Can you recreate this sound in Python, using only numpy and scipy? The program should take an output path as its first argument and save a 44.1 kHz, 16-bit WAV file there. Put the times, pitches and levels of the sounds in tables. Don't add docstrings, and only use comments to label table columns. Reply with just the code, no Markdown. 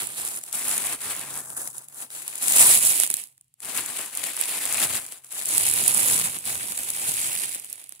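import sys
import numpy as np
from scipy import signal
from scipy.io import wavfile
from scipy.ndimage import uniform_filter1d

SR = 44100
rng = np.random.default_rng(int(sys.argv[2]) if len(sys.argv) > 2 else 0)


def linear_from_db(decibels):
    return 10 ** (np.asarray(decibels, float) / 20)


def wav_record(signal):
    frames = np.transpose(np.atleast_2d(signal))
    bounded = np.clip(frames, -1, 1)
    quanta = np.round(bounded * 32767).astype(np.int16)
    wavfile.write(sys.argv[1], SR, quanta)


N = 352787


def rms_one(x):
    return x / np.sqrt(np.mean(x ** 2) + 1e-20)


def in_time(rows):
    seconds, *columns = np.transpose(rows)
    return [np.interp(np.arange(N) / SR, seconds, column) for column in columns]


def at_hz(points, hz):
    point_hz, value = np.transpose(points)
    return np.interp(np.log(hz), np.log(point_hz), value)


def drift(rate_hz):
    r = np.exp(-80 * np.pi * rate_hz / SR)
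    white = rng.standard_normal(N // 40 + 2002)
    slow = signal.lfilter([1], [1, -2 * r, r * r], white)[2000:]
    return np.interp(np.arange(N) / 40, np.arange(len(slow)), rms_one(slow))


def bands():
    wide = np.geomspace(40, 5000, num=15)
    narrow = np.geomspace(5000, 18000, num=10)
    edges = np.concatenate([wide, narrow[1:]])
    return zip(edges, edges[1:])


def port_noise(lag):
    late = np.clip(np.arange(N) - np.round(lag).astype(int), 0, N - 1)
    return [(np.array([a[late], a]), np.array([b[late], -b])) for a, b in rng.standard_normal((2, 2, N))]


def band_noise(white, low, high, envelope):
    # f/Hz, correlation
    port_likeness = [(60, .85), (180, .92), (550, .92), (1100, .75), (2200, .58), (4500, .28), (9000, .05)]
    alike = np.clip(at_hz(port_likeness, np.sqrt(low * high)), -1, 1)
    shared, opposed = white
    pair = np.sqrt(1 + alike) * shared + np.sqrt(1 - alike) * opposed
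    band = signal.butter(2, [low, high], "band", fs=SR, output="sos")
    return signal.sosfilt(band, pair * envelope)


def effort():
    # start/s, length/s, level at start/dB, level at end/dB
    hand_strokes = [(0.0, 0.18, -29.5, -43.5), (0.173, .2, -35.5, -33.5), (0.41, 0.076, -45.5, -41),
                    (0.54, 0.095, -31.5, -34), (0.653, 0.28, -28, -31), (1.006, 0.22, -36, -34.5),
                    (1.273, .12, -37, -35), (1.43, 0.095, -43.5, -37), (1.572, 0.14, -31.5, -43),
                    (1.742, 0.1, -42, -50.5), (1.896, 0.12, -54, -36), (2.12, 0.26, -40, -38.5),
                    (2.424, .19, -28.5, -14.5), (2.609, 0.16, -16, -18), (2.818, 0.086, -22, -20),
                    (2.954, 0.085, -25, -26), (3.106, 0.087, -34.5, -34.5), (3.29, 0.17, -63.5, -76.5),
                    (3.628, 0.1, -41, -33.5), (3.749, 0.045, -34, -29), (3.822, 0.1, -39, -35.5),
                     (3.965, 0.12, -28.5, -39.5), (4.13, 0.16, -39, -29), (4.332, 0.11, -37, -29),
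                     (4.483, 0.097, -34, -32.5), (4.607, 0.23, -32.5, -24.5), (4.897, 0.079, -31, -29.5),
                     (4.989, 0.17, -39.5, -43.5), (5.238, 0.09, -53, -47), (5.318, .13, -35.5, -33.5),
                    (5.467, 0.21, -25.5, -24), (5.693, 0.21, -25.5, -22), (5.934, 0.27, -24.5, -23),
                    (6.241, 0.23, -27, -44.5), (6.462, 0.11, -28.5, -32), (6.598, .26, -32, -33.5),
                    (6.874, 0.23, -33.5, -30.5), (7.074, .22, -31.5, -29), (7.321, 0.12, -30.5, -29),
                    (7.446, 0.096, -39.5, -32), (7.558, 0.22, -39.5, -47), (7.798, 0.17, -49, -55.5)]
    attack_db_per_s, release_db_per_s = 751.5, 277.5
    t = np.arange(0, N + 40, 40) / SR
    power = 1e-10
    for start, length, first_db, last_db in hand_strokes:
        progress = np.clip((t - start) / max(length, .01), 0, 1)
        held_db = first_db + (last_db - first_db) * progress
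        rise_db = attack_db_per_s * np.maximum(start - t, 0)
        fall_db = release_db_per_s * np.maximum(t - start - length, 0)
        power = power + linear_from_db(2 * (held_db - rise_db - fall_db))
    return np.interp(np.arange(N) / SR, t, 10 * np.log10(power))


def folds(effort_db):
    per_s, over_effort_db, spread_db, pan_db, sheet_db = 45, 10, 3, 5, -22
    gap, size, side, tone = rng.standard_normal((400, 4)).T
    start = np.cumsum(np.abs(gap)) * 1.25 / per_s
    db = np.interp(start * SR, np.arange(N), effort_db) + over_effort_db + spread_db * size
    rows = zip(start, db, pan_db * side, sheet_db + 2.5 * tone)
    return [row for row in rows if row[0] * SR < N - 1]


def crinkle(per_s, clump_db):
    chance = per_s * linear_from_db(clump_db * drift(25)) / SR
    at = np.flatnonzero(rng.random(N) < chance)[:N // 8]
    size, side, pitch = rng.random((N // 8, 3))[:len(at)].T
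    size_db = 3.6 * np.minimum(-np.log(size + 1e-9), 3.4)
    pan_db = 10 * (side - .5) * [[1], [-1]]
    power = linear_from_db(2 * (size_db + pan_db))
    return at, power / np.mean(power) * SR / 16 / per_s, np.log2(300) + 5.8 * pitch


def burst(at, power, ms):
    r = np.exp(-1000 / (ms * SR))
    spikes = np.array([np.bincount(at, side, N) for side in power]) + 1e-18
    return signal.lfilter([np.e * (1 - r)], [1, -2 * r, r * r], spikes)


def large_snaps(rows, shortest_ms, longest_ms):
    treble, sheet = np.zeros((2, 2, N))
    lengths = shortest_ms + (longest_ms - shortest_ms) * rng.random((500, 1))[:, 0]
    for (start, db, pan_db, sheet_db), ms in zip(rows, lengths):
        i = round(start * SR)
        t = np.arange(min(600, N - i)) / SR * 1000 / max(ms, .2)
        pulse = (t * np.exp(1 - t)) ** 2
        snap = pulse * linear_from_db(2 * db + pan_db * np.array([[1], [-1]]))
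        treble[:, i:i + len(t)] += snap
        sheet[:, i:i + len(t)] += snap * linear_from_db(2 * sheet_db)
    return treble, sheet


def paper():
    # f/Hz, level per Hz/dB
    paper_colour = [(26, -56), (45, -37), (72, -11), (120, -6.5), (328, -4), (462, -8), (719, -3),
                    (1500, -4.5), (2840, -7), (5370, -3), (7760, 1.5), (10200, 3), (12100, -2), (14700, -4),
                    (15800, -20)]
    # f/Hz, left-right/dB
    port_lean = [(60, -1), (240, -1), (480, -1.5), (950, 0), (1890, 4.5), (7300, 4.5), (10000, -4),
                 (14000, 2.5)]
    zone_hz = 100, 300, 1700, 2100, 3500, 6500
    zone_shares = [
        (1, 0, 0, 0, 0, 0),
        (0, 1, 1, 0, 0, 0),
        (0, 0, 0, 1, 1, 0),
        (0, 0, 0, 0, 0, 1),
    ]
    # t/s, slack/dB, weight on the parcel/dB, flapping/dB, left-right/dB
    grip = [(0.0, 6, 2.5, 5, -2), (.4, -1.5, -1, 2, -1), (.6, 0.5, -0.5, 0, 2), (1.25, 5.5, 5, 6, 1),
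            (1.5, -10, 3, 3, 2.5), (2.35, 3, 0, -6, 2.5), (2.7, -2, -3.5, -4, -1), (3.2, 5, -5, -11, -6),
            (3.5, -5, -3, 2.5, 0), (3.7, 4.5, 3.5, 6, 5), (4.5, 5, 0, -12, 1), (4.9, 4.5, 2, 10, 2),
            (5.3, -0.5, -2.5, -14, 2.5), (5.65, 3, -0.5, 10.5, -1.5), (5.95, 1, -1, 3.5, -4),
            (6.3, 3, 1.5, 11, -1.5), (7.0, 2, -1.5, 5, -1.5), (8.0, 6, -1.5, 1, -5)]
    # t/s, delay of the left port/samples
    place = [(0, 10), (.45, 10), (.55, -2), (1.4, -2), (1.5, 8), (2.7, 9), (2.76, 13), (3.5, 13), (3.6, -1),
             (5.3, 1), (5.5, 13), (7, 14), (7.3, 17), (8, 13)]
    # t/s, peak/dB, left-right/dB, sheet re peak/dB
    crease_snaps = [(0.0697, -17, -10, -23), (0.2493, -14.5, -5, -12.5), (0.4363, -18.5, -0.5, -14),
                    (0.5267, -15, 11, -29), (0.5472, -16, 10, -23), (0.7781, -8.5, 0.5, -18),
                    (1.1927, -22, -9, -23), (1.5015, -22.5, 2, -15), (1.5673, -26, 3, -20),
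                    (1.6737, -18, 10, -17), (2.2784, -12.5, -1, -14.5), (2.3548, -15, 5, -25),
                    (2.3835, -19, 2, -25), (2.4249, -12, 1.5, -30), (2.481, -9, 14, -16),
                    (2.5214, -4, 9, -22), (2.562, -2, 6, -29), (2.605, -10, 1.5, -10),
                    (2.8499, -0.5, -3, -22.5), (2.9992, 1, -5, -21), (3.034, -3, -6, -11.5),
                    (3.0639, -10, -3.5, -18), (3.074, -12.5, -2.5, -13.5), (3.1011, -6.5, -3.5, -14),
                    (3.1114, -13.5, -3, -14), (3.1396, -4, -2, -18), (3.168, -14, -2, -31),
                    (3.6027, -27.5, 3, -14), (3.774, -10.5, -3, -30), (3.86, -16, 0.0, -26),
                   (4.15, -16, -0.5, -23), (4.1723, -11.5, 1, -14.5), (4.2383, -15.5, 15, -8),
                   (4.366, -13, -6, -15), (4.4113, -11.5, -20, -17), (4.6533, -11.5, -7, -23),
                   (4.7242, -13, 9, -23), (4.811, -16, 5, -23), (5.456, -8.5, -1.5, -25),
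                   (5.579, -3, -6, -12), (5.687, -8, -5.5, -25), (5.737, -7, -12, -23),
                   (5.878, -2, -17, -30), (5.945, -5, -2, -17), (5.972, -7, -8.0, -16),
                   (5.9774, -9, -9, -21), (6.0302, -8, -5.0, -23), (6.061, -13, -11, -27),
                   (6.1429, -9, -9, -23), (6.4532, -17, -3.5, -23), (6.7202, -13, -1.0, -9),
                   (6.776, -13, -1, -7), (6.9022, -8.5, 6, -21), (7.092, -12.5, -5, -16),
                   (7.33, -12, -4.0, -16)]
    # t/s, peak/dB, left-right/dB, sheet re peak/dB
    ticks = [(1.7804, -20.5, -11, -20), (1.8837, -27, 0, -16), (2.1028, -26, 2.0, -8),
             (3.237, -22.5, -2, -25), (3.271, -33, -8, -25), (3.3782, -40, -1, -12), (3.4104, -35, -1, -17),
             (3.4434, -53, -4.5, -19), (3.4804, -55, -0.5, -18), (3.5395, -40.5, -1, -21),
             (5.1217, -19.5, -2, -11), (5.245, -28, 3, -20), (6.3864, -20, -9, -26), (7.5965, -22, -7, -20),
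             (7.645, -20, 0, -20), (7.699, -27, -14, -26), (7.7278, -25, -10.5, -22),
             (7.7275, -16, -4.0, -24), (7.756, -30, -4.0, -18), (7.8406, -33, -5.0, -20),
             (7.8393, -27.5, -2, -12), (7.892, -24, -9, -36), (7.9217, -25, 0, -12),
             (7.9944, -31, -9.5, -18)]

    treble_db = effort()
    slack_db, weight_db, flap_db, pan_db = in_time(grip)
    body_db = weight_db - 0.056 * (treble_db + 32)
    rows = crease_snaps + ticks + folds(treble_db)
    at, power, pitch = crinkle(per_s=1200.0, clump_db=4)
    big_treble, big_sheet = large_snaps(rows, shortest_ms=.5, longest_ms=1.0)
    white = port_noise(lag=in_time(place)[0])
    gust = drift(6.0)
    side = np.array([[.5], [-.5]])
    out = 0
    for k, (low, high) in enumerate(bands()):
        hz = np.sqrt(low * high)
        air, body, sheet, treble = [np.interp(np.log(hz), np.log(zone_hz), share) for share in zone_shares]
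        near = 0.12 + np.exp(-((pitch - np.log2(hz)) / 1.2) ** 2)
        small = burst(at, power * near, ms=.3) * linear_from_db(-14.0)
        sliding = linear_from_db(-15) * linear_from_db(4.0 * gust + 3.5 * drift(20))
        colour_db = sheet * slack_db + body * body_db + air * flap_db
        lean_db = side * pan_db * (1 - 0.35 * (body + air))
        level_db = treble_db + colour_db + lean_db
        big = treble * big_treble + (sheet + .5 * body) * big_sheet * linear_from_db(22.5)
        envelope = np.sqrt(linear_from_db(2 * level_db) * (small + sliding) + linear_from_db(-23.5) * big)
        band_gain = linear_from_db(at_hz(paper_colour, hz) + side * at_hz(port_lean, hz))
        out = out + band_gain * band_noise(white[k % 2], low, high, envelope)
    return linear_from_db(3.5) * out


def hum():
    # f/Hz, level/dB
    hum_lines = [(91, -14), (133, 0), (265, -12)]
    sag_per_s = .008
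    gate_db, gate_follows, gate_s, gate_shut_db = -48, 0.67, .25, -80.5
    surge_s, surge_db, surge_dies_db_per_s = 1.27, -56.5, 27
    t = np.arange(N) / SR
    turns = t * (1.03 - sag_per_s * t / 2)
    lines = 0
    for hz, db in hum_lines:
        level = linear_from_db(db + 2.0 * drift(5.2))
        lines = lines + level * np.sin(2 * np.pi * hz * turns + 1.7 * drift(1.7))
    open_db = gate_db + gate_follows * uniform_filter1d(effort(), max(int(gate_s * SR), 1))
    dying_db = surge_dies_db_per_s * np.maximum(t - surge_s, 0)
    rising_db = 150 * np.maximum(surge_s - t, 0)
    return (linear_from_db(open_db) + linear_from_db(surge_db - dying_db - rising_db) + linear_from_db(gate_shut_db)) * lines


def room_tone():
    # f/Hz, level per Hz/dB
    room_colour = [(24, -49), (40, -17), (137, -1), (199, -26.5), (1760, -32), (2570, -20), (5580, -21),
                   (7730, -21), (16000, -26)]
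    white = port_noise(lag=np.zeros(N))
    tone = 0
    for k, (low, high) in enumerate(bands()):
        band_gain = linear_from_db(at_hz(room_colour, np.sqrt(low * high)))
        tone = tone + band_gain * band_noise(white[k % 2], low, high, 1)
    return linear_from_db(-77) * rms_one(tone)


def scene():
    return paper() + hum() + room_tone()


def band_limit(x):
    return signal.sosfilt(signal.butter(12, 16510, fs=SR, output="sos"), x)


def record(dry):
    # f/Hz, width/Hz, level/dB
    port_peaks = [(1870, 270, 0), (2510, 760, 3), (5800, 3600, -5.5), (8000, 2000, 4.5), (10370, 930, 6.5)]
    for hz, width_hz, db in port_peaks:
        ring = signal.lfilter(*signal.iirpeak(hz, hz / width_hz, SR), dry)
        dry = dry + (linear_from_db(db) - 1) * ring
    rounded = .9 * np.tanh(dry / .9)
    top_cut = signal.ellip(12, .5, 60, 15760, fs=SR, output="sos")
    return band_limit(signal.sosfilt(top_cut, rounded))


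dry = scene()
out = record(dry)
wav_record(out)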